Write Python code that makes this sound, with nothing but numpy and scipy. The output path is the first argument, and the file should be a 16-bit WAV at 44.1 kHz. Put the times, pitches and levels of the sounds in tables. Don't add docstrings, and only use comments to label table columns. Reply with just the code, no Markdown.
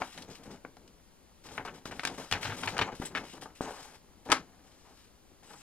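import sys
import numpy as np
from scipy import signal
from scipy.fft import rfft, irfft, next_fast_len
from scipy.io import wavfile

SR = 44100
rng = np.random.default_rng(int(sys.argv[2]) if len(sys.argv) > 2 else 0)


def store_wav(level_fs):
    pcm = np.round(np.clip(np.atleast_2d(level_fs), -1, 1) * 32767)
    wavfile.write(sys.argv[1], SR, pcm.T.astype(np.int16))


N = 248217


def undb(db):
    return 10 ** (np.asarray(db) / 20)


def unit(x):
    return x / np.sqrt(np.mean(x ** 2) + 1e-20)


def add(track, time_s, sound):
    start = max(int(time_s * SR), 0)
    track[..., start:start + sound.shape[-1]] += sound[..., :N - start]


def over_hz(points, size):
    hz, value = np.transpose(points)
    return np.interp(np.log(np.arange(size // 2 + 1) * SR / size + 1), np.log(hz), value)


def colour(x, tone, size=2048):
    cepstrum = irfft(np.log(undb(over_hz(tone, size))))
    cepstrum[1:size // 2] *= 2
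    cepstrum[size // 2 + 1:] = 0
    return signal.fftconvolve(x, irfft(np.exp(rfft(cepstrum))))[:len(x)]


def ring(x, hz, width_hz):
    return signal.lfilter(*signal.iirpeak(hz, hz / min(width_hz, SR / 5), fs=SR), x)


def band(x, hz, width_hz):
    return ring(ring(x, hz, width_hz), hz, width_hz)


def wander(per_s):
    return np.interp(np.arange(N) / SR * per_s, np.arange(N // 20), rng.standard_normal(N // 20))


def grains(per_s, spread_db):
    slips = (rng.random(N) < per_s / SR) * rng.choice([-1, 1], N)
    return unit(slips * undb(spread_db * np.minimum(rng.exponential(size=N), 4)))


def echoes(x, t60):
    fade = np.exp(-2 * np.log(1000) / (t60 * SR))
    return rng.standard_normal(len(x)) * np.sqrt(signal.lfilter([1 - fade], [1, -fade], x ** 2))


def strokes(table, attack_s, sag_db_per_s, release_db_per_s, level_column=2):
    power, t = np.zeros(N), np.arange(int(.8 * SR)) / SR
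    for row in table:
        time_s, length_s = row[:2]
        fall_db = sag_db_per_s * t + release_db_per_s * np.maximum(t - length_s, 0)
        gain = np.minimum(t / attack_s, 1) * undb(row[level_column] - fall_db)
        add(power, time_s, gain ** 2)
    return np.sqrt(power)


# (frequency [Hz], lag [radians])
RIGHT_LAG = [(20, 0), (500, .12), (1500, .4), (3000, .95), (5000, 2.1), (7000, 2.75), (10000, 3.05),
             (16000, 3.1)]
def right_port(x, shade, bearing=1, ripple_rad=0.59):
    size = 2 * next_fast_len(len(x))
    half_turns = np.clip(over_hz(RIGHT_LAG, size) / np.pi, 1e-9, 1)
    lag = np.pi * half_turns * (bearing + (1 - bearing) * half_turns)
    ripple = np.interp(np.linspace(0, 59, len(half_turns)), np.arange(60), rng.standard_normal(60))
    lag += ripple_rad * np.minimum(1.3 * half_turns, 1) * ripple
    return irfft(rfft(x, size) * undb(over_hz(shade, size)) * np.exp(-1j * lag))[:len(x)]


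# (frequency [Hz], level [dB])
RIGHT_SHADE = [(60, -3.3), (500, -3.1), (1200, -4.0), (3500, -6.2), (8000, -5.0), (15000, -3.5)]
def at_ports(x, bearing=1, ripple_rad=1.0):
    return np.array([x, right_port(x, RIGHT_SHADE, bearing, ripple_rad)])


# (frequency [Hz], level [dB])
ROOM_TONE = [(20, 1), (60, 3.5), (120, -5.5), (260, -5), (450, -10), (900, -13.5), (1800, -19.5),
             (5000, -22), (9000, -23.5), (13000, -25.5), (16000, -35)]
def background(level_db=-59.5, own_db=-7):
    shared, *own = (unit(colour(rng.standard_normal(N), ROOM_TONE)) for _ in range(3))
    pair = np.array([shared, right_port(shared, shade=[(100, -13.0), (700, -10.0), (15000, 2.8)])])
    return undb(level_db) * (pair + undb(own_db) * np.array(own))


def wall_echoes(x, t60, gap_s=0.0044, size=12000):
    t = np.arange(size) / SR
    build_up = np.clip(t / gap_s - 1, 0, 1)
    response = rng.standard_normal(size) * np.exp(-np.log(1000) * t / t60) * build_up
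    return signal.fftconvolve(x, response / np.sqrt(np.sum(response ** 2)))[:N]


def scatter(x):
    out = 0
    for hz, level_db in [(1400, -23), (2800, -18.5), (5600, -14), (11200, -14)]:
        direct = band(x, hz, hz)
        bounced = unit(band(echoes(direct, t60=.02), hz, .7 * hz))
        out += undb(level_db) * np.std(direct) * bounced
    return out


# (time [s], length [s], level [dB])
EDGE_SLIPS = [(3.053, 0.0097, -36), (3.61, 0.04, -49), (3.66, 0.12, -60), (4.64, 0.33, -79),
              (5.46, 0.15, -59.5)]
def whistling(hz=7950, width_hz=800):
    loudness = strokes(EDGE_SLIPS, attack_s=0.0026, sag_db_per_s=4.5, release_db_per_s=900)
    return loudness * unit(band(friction(), hz, width_hz))


def friction(catch_db=2.5):
    return grains(per_s=18000, spread_db=2) * undb(catch_db * wander(per_s=130))


# (frequency [Hz], level [dB])
RUB_TONE = [(300, -21.5), (1200, 0.5), (3000, 2), (5000, 1), (8000, -2), (10000, -5.5), (13000, -10.5),
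            (16000, -21.5)]
# (time [s], length [s], level [dB])
RUBS = [(0, 0.089, -49), (0.09, 0.13, -48.5), (0.298, 0.072, -51), (0.432, 0.009, -53), (0.505, 0.039, -56),
        (1.437, 0.14, -51.5), (1.652, 0.0083, -48.5), (1.738, 0.023, -52.5), (1.853, 0.02, -45),
        (1.91, 0.5, -51.5), (2.175, 0.058, -47.5), (2.313, 0.0093, -37), (2.41, 0.037, -37.5),
        (2.47, 0.076, -44.5), (2.565, 0.14, -42), (2.74, 0.059, -55), (2.95, 0.011, -47),
        (2.997, 0.043, -45.5), (3.05, 0.0076, -39), (3.148, 0.053, -50.5), (3.235, 0.079, -51),
        (3.325, 0.028, -51.5), (3.411, 0.021, -45.5), (3.55, 0.04, -54.5), (3.607, 0.021, -44.5),
        (3.65, 0.22, -49.5), (3.87, 0.088, -55), (4.25, 0.04, -54), (4.64, 0.44, -63), (4.97, 0.064, -58),
        (5.43, 0.077, -56), (5.495, 0.18, -53.5)]
def sliding():
    slips = friction()
    shifting = sum((undb(2 * wander(per_s=14)) - 1) * ring(slips, hz, hz / 3)
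                   for hz in (2800, 4600, 7000, 10000))
    loudness = strokes(RUBS, attack_s=0.0026, sag_db_per_s=4.5, release_db_per_s=367.5)
    return loudness * unit(colour(slips + shifting, RUB_TONE))


# (time [s], length [s], level [dB])
SWINGS = [(2.312, 0.035, -37), (2.445, 0.046, -41.5), (2.645, 0.022, -45), (2.78, 0.027, -41)]
def swaying(hz=105, width_hz=45):
    loudness = strokes(SWINGS, attack_s=0.012, sag_db_per_s=28, release_db_per_s=210)
    return loudness * unit(band(grains(per_s=600, spread_db=2), hz, width_hz))


# (frequency [Hz], width [Hz], level [dB])
RESONANCES = [(269.6, 43, 11.5), (430, 83, 2), (764, 233, -4), (1240, 93, -13), (1520, 210, -8.5),
              (1740, 220, -16.5), (2280, 370, -10), (2953, 69, -5.5)]
def resonate(push, direct=0.6):
    return direct * push + sum(undb(db) * ring(push, hz, width) for hz, width, db in RESONANCES)


# (frequency [Hz], level [dB])
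RUSTLE_TONE = [(100, -18.5), (250, -7.5), (450, 0.5), (850, 6.5), (1400, 1), (2500, -7.5), (4000, -9.5),
               (7000, -8.5), (15000, -43)]
# (frequency [Hz], level [dB])
WOBBLE_TONE = [(20, -13), (60, -11), (105, -8), (160, -3.5), (240, -4), (400, -8), (600, -12.5),
               (900, -44.5)]
# (time [s], length [s], rustle level [dB], wobble level [dB])
HAND_BENDS = [(0, 0.018, -38, -41), (0.145, 0.11, -53.5, -51.5), (0.275, 0.024, -47, -45),
              (0.385, 0.04, -56, -51), (0.45, 0.093, -49, -44.5), (0.63, 0.043, -70, -53),
              (0.77, 0.15, -70, -57), (1.44, 0.081, -56.5, -53.5), (1.5, 0.11, -50.5, -49.5),
              (1.573, 0.052, -55, -45.5), (1.67, 0.11, -51.5, -48.5), (1.855, 0.12, -46.5, -46),
              (2.033, 0.11, -44.5, -45), (2.175, 0.044, -40, -47.5), (2.34, 0.094, -42, -47),
              (2.44, 0.22, -45.5, -42.5), (2.62, 0.054, -41, -48), (2.68, 0.06, -40, -42),
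              (2.745, 0.065, -41.5, -39), (2.785, 0.054, -36, -37.5), (2.915, 0.014, -43, -43),
              (3.01, 0.02, -41.5, -38.5), (3.1, 0.07, -52, -48.5), (3.15, 0.099, -44.5, -46.5),
              (3.327, 0.036, -47.5, -44.5), (3.41, 0.088, -54.5, -55), (3.52, 0.043, -68, -75),
              (3.607, 0.083, -39.5, -46), (3.7, 0.09, -46, -75), (3.8, 0.15, -54, -62),
              (4.03, 0.43, -68, -61), (4.255, 0.15, -51, -47), (4.43, 0.5, -60.5, -64.5),
              (4.84, 0.069, -55, -69), (5.3, 0.023, -63.5, -62.5), (5.42, 0.075, -60, -64.5),
              (5.495, 0.058, -54.5, -62)]
def bending(rustle_db=-1, wobble_db=-1.5, patchy_db=5.0, held_rustle_db=-78, held_wobble_db=-69.5):
    dents = 0
    for hz in (250, 500, 1000, 2000, 4000, 8000):
        pops = grains(per_s=600, spread_db=-2)
        pops += undb(-4) * echoes(pops, t60=0.02)
        dents += ring(pops, hz, hz) * undb(patchy_db * wander(per_s=55))
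    rustle = unit(resonate(colour(dents, RUSTLE_TONE)))
    wobble = unit(colour(grains(per_s=600, spread_db=-1.5), WOBBLE_TONE))
    shape = dict(attack_s=0.0085, sag_db_per_s=21, release_db_per_s=224)
    rustle_gain = undb(rustle_db) * strokes(HAND_BENDS, **shape, level_column=2)
    wobble_gain = undb(wobble_db) * strokes(HAND_BENDS, **shape, level_column=3)
    return (rustle * np.hypot(rustle_gain, undb(held_rustle_db))
            + wobble * np.hypot(wobble_gain, undb(held_wobble_db)))


# (time [s], level [dB], push length [ms])
TAPS_AND_TUGS = [(1.856, -32, 1.5), (2.313, -35.5, 4.7), (2.335, -34, 2.8), (2.999, -24.5, 2.4),
                 (3.608, -14, 0.6), (4.2979, -20.5, 0.64), (4.319, -31.5, 4.3)]
def thumps(rebound=0.057, swing_hz=270, cutoff_hz=1400, size=4096):
    out, t = np.zeros(N), np.arange(size) / SR
    for time_s, level_db, push_ms in TAPS_AND_TUGS:
        progress = t * 1000 / push_ms
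        shove = -np.sin(np.pi * np.minimum(progress, 1))
        spring_back = rebound * np.sin(np.pi * np.clip((progress - 1) / 3, 0, 1))
        push = shove + spring_back
        add(out, time_s, undb(level_db) * (push + ring(push, swing_hz, width_hz=70)))
    return signal.sosfilt(signal.butter(4, cutoff_hz, fs=SR, output="sos"), out)


# (frequency [Hz], level [dB])
CRACK_TONE = [(1200, -28.5), (3000, 9.5), (5000, 10.5), (7000, 3), (9700, 0.5), (12000, -19), (16000, -22)]
# (time [s], body level [dB], pitch [Hz], crack level [dB], cluster length [ms])
BUCKLES = [(0.0192, -26, 1010, -50.5, 5.8), (0.177, -41, 1260, -46, 8), (0.222, -55, 1380, -46, 6.3),
           (0.6495, -37, 850, -75, 0.73), (0.769, -50, 850, -60, 2.4), (0.878, -62.5, 1990, -57.5, 4.3),
           (1.488, -48.5, 1690, -67, 1.6), (1.579, -29, 1400, -77, 3.6), (1.597, -34.5, 980, -75, 16),
           (1.65, -33, 940, -47.5, 25), (1.676, -35, 1250, -72, 14), (1.856, -38, 1230, -49.5, 4.6),
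           (1.911, -35.5, 1180, -72, 15), (1.9954, -30, 2000, -48, 0.14), (2.034, -32.5, 1360, -45, 7.8),
           (2.0518, -24, 2330, -30, 0.2), (2.073, -30.5, 1940, -33.5, 4.1), (2.3133, -30, 2140, -35, 1.7),
           (2.3245, -21, 2570, -66, 1.5), (2.336, -27, 2200, -54, 3.5), (2.349, -28.5, 1420, -68, 15),
           (2.43, -31.5, 2500, -71, 7), (2.445, -28.5, 1590, -38, 22), (2.471, -34, 1930, -42, 16),
           (2.497, -30, 1450, -55.5, 25), (2.633, -29.5, 1750, -44.5, 7.4), (2.675, -24.5, 1860, -42.5, 9),
           (2.755, -40.5, 790, -61, 6), (2.767, -31, 1310, -50.5, 9.2), (2.7808, -35, 1590, -37, 0.41),
           (2.79, -22, 1620, -53, 4.2), (2.8123, -20, 1680, -41.5, 11.7), (2.877, -32, 930, -58, 20),
           (3.02, -35.5, 990, -68, 12), (3.15, -24, 1510, -51.5, 14.5), (3.173, -28.5, 1630, -59, 7.4),
           (3.422, -40.5, 660, -50.5, 1.3), (3.458, -39, 630, -66, 3.1), (4.257, -41, 620, -58.5, 23),
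           (4.289, -35, 800, -63, 8), (4.3016, -30.5, 1060, -41.5, 2.7), (4.309, -26.5, 1020, -43.5, 9),
           (4.3183, -16, 1480, -21.5, 4.3), (4.3257, -16.5, 1020, -28.5, 3.8), (4.343, -28, 1200, -41, 23),
           (5.535, -46.5, 950, -57, 7)]
def snaps(pops_per_s=2400, body_gain_db=-2, crack_gain_db=0.5, edges_db=-4, desk_db=-5, size=6000):
    out, t = np.zeros((2, N)), np.arange(size) / SR
    level_scale = np.sqrt(0.01 * SR / size)
    for time_s, body_db, hz, crack_db, length_ms in BUCKLES:
        length_s = length_ms / 1000
        pops = (rng.random(size) < pops_per_s / SR) * rng.uniform(-0.67, 1, size)
        pops *= np.exp(-(t / length_s) ** 2 / 2)
        pops[0] = rng.choice([-1, 1]) / (1 + length_s / 0.04)
        crisp = pops * np.exp(-t / (2 * length_s + .001))
        pops += undb(edges_db) * echoes(pops, t60=.014) + undb(desk_db) * echoes(pops, t60=.065)
        crisp += undb(-10) * (echoes(crisp, t60=0.0054) + echoes(crisp, t60=0.12))
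        soften = signal.butter(4, min(2.67 * hz, SR / 3), fs=SR, output="sos")
        swing = signal.sosfilt(soften, ring(pops, hz, width_hz=0.97 * hz))
        body = undb(body_db + body_gain_db) * unit(resonate(swing))
        crack = undb(crack_db + crack_gain_db) * unit(colour(crisp, CRACK_TONE))
        bearing = rng.normal(0.92, 0.1)
        add(out, time_s, at_ports(level_scale * (body + crack), bearing, ripple_rad=1.8))
    return out


def scene(rubbing_db=-1.5, walls_db=-13):
    paper = snaps() + at_ports(bending() + swaying() + thumps())
    paper += undb(rubbing_db) * at_ports(sliding() + whistling())
    walls = undb(walls_db) * at_ports(wall_echoes(paper[0], t60=0.17))
    scattered = np.array([scatter(paper[0]) for _ in range(2)])
    return paper + walls + scattered + background()


def record(dry, cutoff_hz=15900):
    return signal.sosfilt(signal.ellip(10, .2, 70, cutoff_hz, fs=SR, output="sos"), dry)


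dry = scene()
out = record(dry)
store_wav(out)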